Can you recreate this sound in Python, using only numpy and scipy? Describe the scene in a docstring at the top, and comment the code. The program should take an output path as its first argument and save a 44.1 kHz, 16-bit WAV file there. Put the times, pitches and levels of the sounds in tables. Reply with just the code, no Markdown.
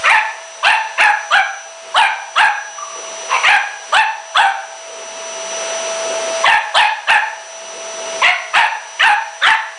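"""A vacuum cleaner whines over rushing air, and at once a small dog yaps at it in quick runs in a living room.
The motor sounds harmonics of its shaft speed, with filtered noise for the air; each bark is a rough harmonic
source filtered by gliding throat resonances, and one faint whimper is a sagging near-sine. The room rings
after the dog; a small camera's gain control ducks at loud barks and creeps back up in the pauses."""
import sys
import numpy as np
from scipy import signal
from scipy.io import wavfile
from scipy.ndimage import uniform_filter1d

SR = 44100
rng = np.random.default_rng(int(sys.argv[2]) if len(sys.argv) > 2 else 0)


def output_pcm(signal):
    """Save a mono or channel-first signal as 16-bit PCM at the path in sys.argv[1].

    Samples are clipped to [-1, 1] before scaling.
    """
    pcm = np.clip(np.atleast_2d(signal).T, -1, 1) * 32767
    wavfile.write(sys.argv[1], SR, np.round(pcm).astype(np.int16))


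N = 431298  # samples


def gain_of(db):
    """Amplitude ratio of a level difference: twenty decibels to a factor of ten."""
    return 10 ** (np.asarray(db) / 20)


def evened(x):
    """Normalization to unit mean power (rms 1)."""
    return x / np.sqrt(np.mean(x ** 2) + 1e-20)


def read(points, hz):
    """Interpolation of spectrum points along a logarithmic frequency axis."""
    f, value = np.transpose(points)
    return np.interp(np.log(hz + 1), np.log(f + 1), value)


def columns(rows, t):
    """Linear interpolation in time of each column of a table of curves."""
    s, *rest = np.transpose(rows)
    return [np.interp(t, s, c) for c in rest]


def add(mix, s, sound):
    """Superposition: a sound is summed into the mix from s seconds on."""
    part = mix[round(s * SR):][:len(sound)]
    part += sound[:len(part)]


def wander(count, span):
    """Low-pass random fluctuation: noise averaged twice over span samples, rms 1."""
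    once = uniform_filter1d(rng.standard_normal(count), int(span))
    return evened(uniform_filter1d(once, int(span)))


def resonate(x, hz, width):
    """Resonance by heterodyning: shift the frequency hz to zero, low-pass, shift back; peak gain 1."""
    turn = np.exp(2j * np.pi * np.cumsum(hz * np.ones(len(x))) / SR)
    r = np.exp(-np.pi * width / SR)
    return 2 * (turn * signal.lfilter([1 - r], [1, -r], x / turn)).real


def air(spectrum, patchy_db):
    """Turbulence as random-phase noise with a given spectrum and drifting patches, rms 1."""
    frames, hz = N // 256 + 5, np.fft.rfftfreq(1024, 1 / SR)
    a, b, patches = rng.standard_normal((frames, 513, 3)).T
    patches = evened(uniform_filter1d(uniform_filter1d(patches, size=10, axis=0), size=12, axis=1))
    z = (a + 1j * b) * gain_of(read(spectrum, hz)[:, None] + patchy_db * patches)
    return evened(signal.istft(z, nperseg=1024, noverlap=768)[1][:N])


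def vacuum():
    """Rotating machinery sounds at multiples of its shaft speed; the airflow adds whistles, rush and roar."""
    # Motor speed. Each row: time in seconds, blade-passing tone in Hz.
    motor = [(0, 5913), (.63, 5912), (1.3, 5932), (1.7, 5929), (2.1, 5908), (3, 5905), (4, 5902),
             (4.5, 5912), (5.6, 5919), (6.3, 5917), (6.8, 5908), (7.8, 5916), (8.3, 5911), (8.9, 5902),
             (9.3, 5911), (9.78, 5905)]
    # Shaft orders. Each row: multiple of shaft speed, level in dB before the swells.
    shaft = [(1, -39), (2, -53), (4, -54), (6, -57.5), (8, -68.5), (9, -40.5), (10, -62), (11, -69)]
    # Air whistles in hose and floor head. Each entry: centre in Hz.
    hose_hz = [192, 240, 387, 435, 472, 872, 969, 2891, 3176, 4598, 5583, 5749]
    # The same whistles. Each row: width in Hz, level in dB before the swells.
    hose = [(10, -63), (16, -62), (6, -55), (12, -54), (14, -56), (55, -47), (30.5, -50), (12, -50),
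            (25, -56.5), (16, -75), (16, -57), (20, -59.5)]
    # Spectrum of the rushing air. Each row: frequency in Hz, relative density in dB per Hz.
    rush_spectrum = [(290, -58.5), (500, -18.5), (613, -18), (646, -8.5), (772, -14), (959, -13),
                     (1790, -14.5), (2810, -15), (5250, -21), (6120, -18), (6360, -24.5), (9820, -24.5),
                     (10600, -80.5), (13800, -83), (22000, -120)]
    # Spectrum of the floor-head roar. Each row: frequency in Hz, relative density in dB per Hz.
    roar_spectrum = [(30, -4.5), (110, -28.5), (180, -16), (300, -8), (450, 4), (600, -1.5), (800, -41.5)]
    # Swells and dips as the cleaner and camera move. Each row: time in seconds, then changes in dB
    # of the shaft hum, of the blade whine, and of the roar with the low whistles.
    swell = [(0, -1.5, -6.5, -3), (.6, -0.5, 0.5, -1.5), (.95, -3.5, -3, -2), (1.3, 0, 3, -3),
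             (1.6, 1, 6, -1), (1.9, 1, -6.5, -1), (2.2, -4, -0.5, -4.5), (2.8, -2.5, 4.5, 1),
             (3.2, -0.5, 1.5, -1.5), (3.8, -8, -1, 0.5), (4.3, 2.5, 1.5, -3), (4.9, 1, -0.5, 2),
             (5.5, 1.5, 1, 0.5), (6.3, 4.5, -2, 2.5), (7, -2, -4.5, -3), (7.6, 1, 1, 3),
             (8.2, 3, -0.5, 4.5), (8.9, -6, 0, -2.5), (9.3, -1, 0, -3), (9.78, -2.5, -4, -2)]
    # Nearness of the cleaner. Each row: time in seconds, level change in dB.
    near = [(0, 7.5), (.63, 0.5), (1.3, 2), (1.8, -1), (2.3, -0.5), (3, 0.5), (3.8, -4.6), (4.7, 3.5),
            (5.4, -1), (6.3, 0.1), (7, 5), (7.7, 2.5), (8.3, 0), (8.9, 2.2), (9.78, 5.5)]
    blades, flutter_db, low_whistle_hz = 9, 0.9, 500

    t = np.arange(N) / SR
    speed = columns(motor, t)[0] / blades * (1 + 0.0003 * wander(N, 900))
    turns = np.cumsum(speed) / SR
    hum_db, whine_db, roar_db = columns(swell, t)
    tones = np.zeros(N)
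    for order, db in shaft:
        swell_db = hum_db if order < blades / 2 else whine_db
        level = gain_of(db + swell_db + flutter_db * wander(N, 1400))
        phase = round(order) * turns + rng.random()
        tones += level * np.sqrt(2) * np.sin(2 * np.pi * phase)
    whistles = np.zeros(N)
    for hz, (width, db) in zip(hose_hz, hose):
        whistle = evened(resonate(rng.standard_normal(N), hz, width))
        whistles += gain_of(db + roar_db * (hz < low_whistle_hz)) * whistle
    rush = gain_of(-38.5) * air(rush_spectrum, patchy_db=0.3)
    roar = gain_of(-49 + roar_db) * air(roar_spectrum, patchy_db=-3.5)
    return gain_of(columns(near, t)[0]) * (tones + whistles + rush + roar)


def gesture(t, length, rise, effort_db, fade_db, start_hz, bend_hz, top_hz, end_hz):
    """Effort and pitch climb together; then effort fades while pitch sags and holds."""
    attack = 0.72 * rise
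    climb_db = -18.5 * np.clip(1 - t / attack, 0, 1)
    fall_db = fade_db * np.clip((t - attack) / (length - attack), 0, 1) ** 1.66
    pitch_s = [0, 0.55 * rise, rise, rise + 0.035]
    hz = np.interp(t, pitch_s, [start_hz, bend_hz, top_hz, end_hz])
    return effort_db + climb_db + fall_db, hz


def mouth(t, length, rise, jaw_hz, jaw_shut_hz, tongue_hz, tongue_shut_hz, lip_hz,
          tongue_db, lip_db, onset_db, tongue_end_db, lip_end_db):
    """Articulation: jaw, tongue and lip resonances glide from open to shut; returns their Hz and dB."""
    shut, lip_lag, lip_shut_hz = 1.075 * rise, 0.03, 2296  # s, s, Hz
    muffle_db = onset_db * np.clip(1 - t / 0.033, 0, 1)  # passes as the mouth opens
    late = (t / length) ** 3.6
    jaw = np.interp(t, [0.39 * rise, shut], [jaw_hz, jaw_shut_hz])
    tongue = np.interp(t, [0, shut], [tongue_hz, tongue_shut_hz])
    lip = np.interp(t, [lip_lag, shut + lip_lag], [lip_hz, lip_shut_hz])
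    tongue_level = tongue_db + muffle_db + tongue_end_db * late
    lip_level = lip_db + muffle_db + lip_end_db * late
    return (jaw, tongue, lip), (0, tongue_level, lip_level)


def bark(length, rise, effort_db, fade_db, rough, *shape):
    """Source and filter: jittered vocal-fold harmonics and puffs of noise excite moving throat resonances."""
    # Jaw, tongue and lip resonances. Each row: width in Hz of the first of two passes, base level in dB.
    throat_modes = [(320, 6.5), (380, 6.5), (550, 7.5)]
    # Fixed upper resonances. Each row: centre in Hz, first-pass width in Hz, level in dB at the onset.
    palate = [(4200, 700, -22), (8500, 3000, -28)]
    palate_fade_db = -2.5  # by the end of the bark

    t = np.arange(0, length, 1 / SR)
    effort_db, hz = gesture(t, length, rise, effort_db, fade_db, *shape[:4])
    mouth_hz, mouth_db = mouth(t, length, rise, *shape[4:])
    rough = np.clip(rough, 0, 1)
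    # quick jitter and slower waver
    wobble = 0.1 * rough * wander(len(t), 44) + 0.017 * wander(len(t), 260)
    turns = np.cumsum(hz * (1 + wobble)) / SR
    folds = np.zeros(len(t))
    for k in range(1, 13):
        # a hoarse voice: each overtone breaks up on its own, the higher ones more
        breakup = gain_of(8.4 * rough * np.sqrt(k) * wander(len(t), 150))
        folds += breakup * np.cos(2 * np.pi * k * turns)
    folds *= 1 + 0.65 * rough * np.cos(np.pi * turns)  # strong-weak cycles
    puffs = (0.22 + np.exp(-(turns % 1) / 0.39)) * rng.standard_normal(len(t))
    drive = (1 - rough) * evened(folds) + rough * evened(puffs)

    modes = [(f, w, db + more_db) for f, (w, db), more_db in zip(mouth_hz, throat_modes, mouth_db)]
    modes += [(f, w, db + palate_fade_db * t / length) for f, w, db in palate]
    throat = np.zeros(len(t))
    for k, (f, w, db) in enumerate(modes):
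        mode = resonate(resonate(drive, f, w), f, 2 * w)
        throat += (-1) ** k * gain_of(db) * mode  # neighbours in opposite sign
    # the chest carries the fundamental
    throat += gain_of(-16) * np.std(throat) * np.cos(2 * np.pi * turns)
    steady = throat / np.sqrt(uniform_filter1d(throat ** 2, size=600) + 1e-9)
    return gain_of(effort_db) * steady * signal.windows.tukey(len(t), 0.15)


def room(x):
    """Reverberation: sparse random-sign echoes decay band by band; three tails take turns as the dog moves."""
    # Reverberation time. Each row: frequency in Hz, time to fall by 60 dB in seconds.
    decay = [(300, 0.56), (900, 0.55), (1800, 0.52), (3000, 0.41), (5000, 0.64), (9000, 0.067)]
    out = np.zeros(N)
    for k in range(3):
        taps = np.zeros(SR)
        at = np.arange(120, SR - 20, 20)
        taps[at + rng.integers(0, 20, len(at))] = rng.choice([-1., 1.], len(at))
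        hz, t, z = signal.stft(taps, SR, nperseg=256)
        fade = gain_of(-60 * t / read(decay, hz)[:, None])
        tail = signal.istft(z * fade, SR, nperseg=256)[1]
        # the squares of the three shares always sum to 1
        share = np.cos(np.pi * (np.arange(N) / SR + k / 3)) * np.sqrt(2 / 3)
        out += signal.fftconvolve(x * share, tail / np.linalg.norm(tail))[:N]
    return out


def whimper(length, hz, db):
    """Frequency modulation: a faint, slightly unsteady near-sine that fades and sags in pitch."""
    sag_hz, fade_db, flicker_db, rise_s = 40, -22, 4, 0.015
    t = np.arange(0, length, 1 / SR)
    pitch = (hz - sag_hz * t / length) * (1 + 0.03 * wander(len(t), 150))
    tone = np.sin(2 * np.pi * np.cumsum(pitch) / SR)
    level = gain_of(db + fade_db * t / length + flicker_db * wander(len(t), 300))
    return level * tone * np.minimum(t / rise_s, 1) ** 2


def scene():
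    """Superposition of the dog's direct sound, its room echo and the cleaner."""
    # Barks. Each row: start, length and pitch rise in seconds, effort and fade in dB, roughness from 0 to 1,
    # pitch at start, bend, top and end in Hz, jaw resonance open and shut in Hz,
    # tongue resonance open and shut in Hz, lip resonance open in Hz, tongue and lip level offsets in dB,
    # their shared change at the onset in dB, tongue and lip changes by the end in dB.
    barks = [ (0.032, 0.17, 0.1, -2, -9.5, 0.31, 435, 654, 926.4, 855.6, 1290, 870, 2060, 1810, 2470, -1, -5, -11, 4.5, 9),
             (0.622, 0.18, 0.065, -4.5, -20.5, 0.32, 500, 692, 880.4, 889, 970, 860, 1550, 1620, 2920, -3.5, -3, -14, 4, -7),
             (0.972, 0.15, 0.051, -5, -6, 0.3, 466, 678, 899, 835.7, 930, 866, 1850, 1574, 2590, 3, -1.5, -6, 3, -15),
             (1.303, 0.11, 0.056, -3, -7, .24, 537, 687.5, 827.5, 781, 1030, 800, 1470, 1590, 3140, 1, -6, -17, 3, 4),
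             (1.938, 0.15, 0.059, -5.5, -9, 0.28, 467, 688.5, 956.5, 803, 1030, 890, 1800, 1660, 3200, -7, -9, -24, 16.5, 7),
             (2.353, 0.14, 0.067, -3.5, -6.5, .29, 506.6, 717, 905, 819, 1120, 840, 1580, 1600, 2820, -1.5, -6.5, -13, 6.5, -2),
             (3.285, 0.091, 0.053, -23, -2, 0.52, 479.3, 485, 522, 465, 1100, 950, 1700, 2110, 2680, -8.5, -8.5, 3, -5, -3),
             (3.428, 0.15, 0.074, -10.5, -4, 0.31, 521, 692, 864, 805.6, 1050, 930, 2100, 1660, 2720, 2.5, -2, -8, -5, -3),
             (3.92, 0.13, .07, -5.5, -8.5, .3, 560.7, 757, 911, 859, 1024, 840, 1470, 1740, 3000, -3, -5.5, -26, -5, -1),
             (4.342, 0.18, 0.07, -1.5, -17, 0.29, 487.6, 727, 946, 769, 1064, 810, 1560, 1540, 3170, -2.5, -10, -9, -3, -6),
             (6.433, 0.16, .064, -3.5, -13, 0.35, 479, 651, 946, 850, 965, 854, 2170, 1690, 3180, 2, -5, -22, -10, 0),
             (6.738, 0.15, .054, 1.5, -15.5, 0.31, 513.7, 724.6, 935, 822, 966, 880, 1540, 1710, 3300, -2.5, -3.5, -24, -5.5, 2),
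             (7.068, 0.13, 0.046, -0.5, -9, 0.33, 526, 681.4, 927, 843, 960, 815, 1720, 1630, 2670, 2, -2, -5, -1, -5),
             (8.214, 0.12, 0.047, -5.5, -14, 0.34, 444, 623, 708, 727, 970, 925, 2260, 1930, 2950, 1.5, 1, -14, 3, -6),
             (8.53, 0.15, 0.057, -3.5, -12.5, 0.34, 576, 718, 961.5, 870, 1070, 800, 1880, 1600, 2710, 3, -1.5, -12, -7.5, -8),
             (8.989, .16, 0.068, -0.5, -8, 0.26, 522.5, 680.7, 910.6, 837, 1130, 895, 2040, 1510, 2970, 3, -3.5, 1, -10, -7),
             (9.41, .15, 0.085, 1.5, -9, 0.35, 463.7, 699.6, 892.5, 863, 1310, 970, 1600, 1850, 3490, 5.5, -9, -10, -7, 0),
             ]
    # A soft whimper. The row: start and length in seconds, starting pitch in Hz, level in dB before its fade.
    whimper_row = (2.77, .36, 1155, -27)
    dog = np.zeros(N)
    for start, *row in barks:
        add(dog, start, bark(*row))
    add(dog, whimper_row[0], whimper(*whimper_row[1:]))
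    return (dog + gain_of(-6.5) * room(dog) + vacuum())[None]


def held(db, db_per_s, start_db):
    """Peak detection: follows rises at once and lets go at a steady rate."""
    ramp = np.arange(N) * db_per_s / SR
    return np.maximum.accumulate(np.maximum(db + ramp, start_db)) - ramp


def record(dry):
    """Level-dependent low cut, slow gain control, saturation of a lopsided stage, then band limits."""
    power_db = 10 * np.log10(abs(uniform_filter1d(dry[0] ** 2, size=1200)) + 1e-12)
    # loud sound brings in the low cut
    bass_band = signal.butter(4, [60, 500], "band", fs=SR, output="sos")
    bass = signal.sosfiltfilt(bass_band, dry)
    shut = np.clip((held(power_db, 63.0, -12.0) + 31.5) / 2, 0, 1)
    cut = dry - 0.63 * uniform_filter1d(shut, size=1500) * bass
    # the gain drops with rising level and recovers by 16.55 dB a second, up to 13.5 dB
    lift_db = np.minimum(-7.0 - held(power_db, 16.55, -10.0), 13.5)
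    loud = cut * gain_of(uniform_filter1d(lift_db, size=300))
    drive = 1.01 * loud + 0.004 * loud ** 2  # slightly lopsided stage
    clipped = 0.89 * drive / (1 + abs(drive) ** 4) ** 0.28
    low_limit = signal.butter(1, 250, "high", fs=SR, output="sos")
    clipped = signal.sosfilt(low_limit, clipped)
    high_limit = signal.firwin(127, 10300, window=("kaiser", 7), fs=SR)
    return signal.oaconvolve(clipped, high_limit[None], "same")


dry = scene()
out = record(dry)
output_pcm(out)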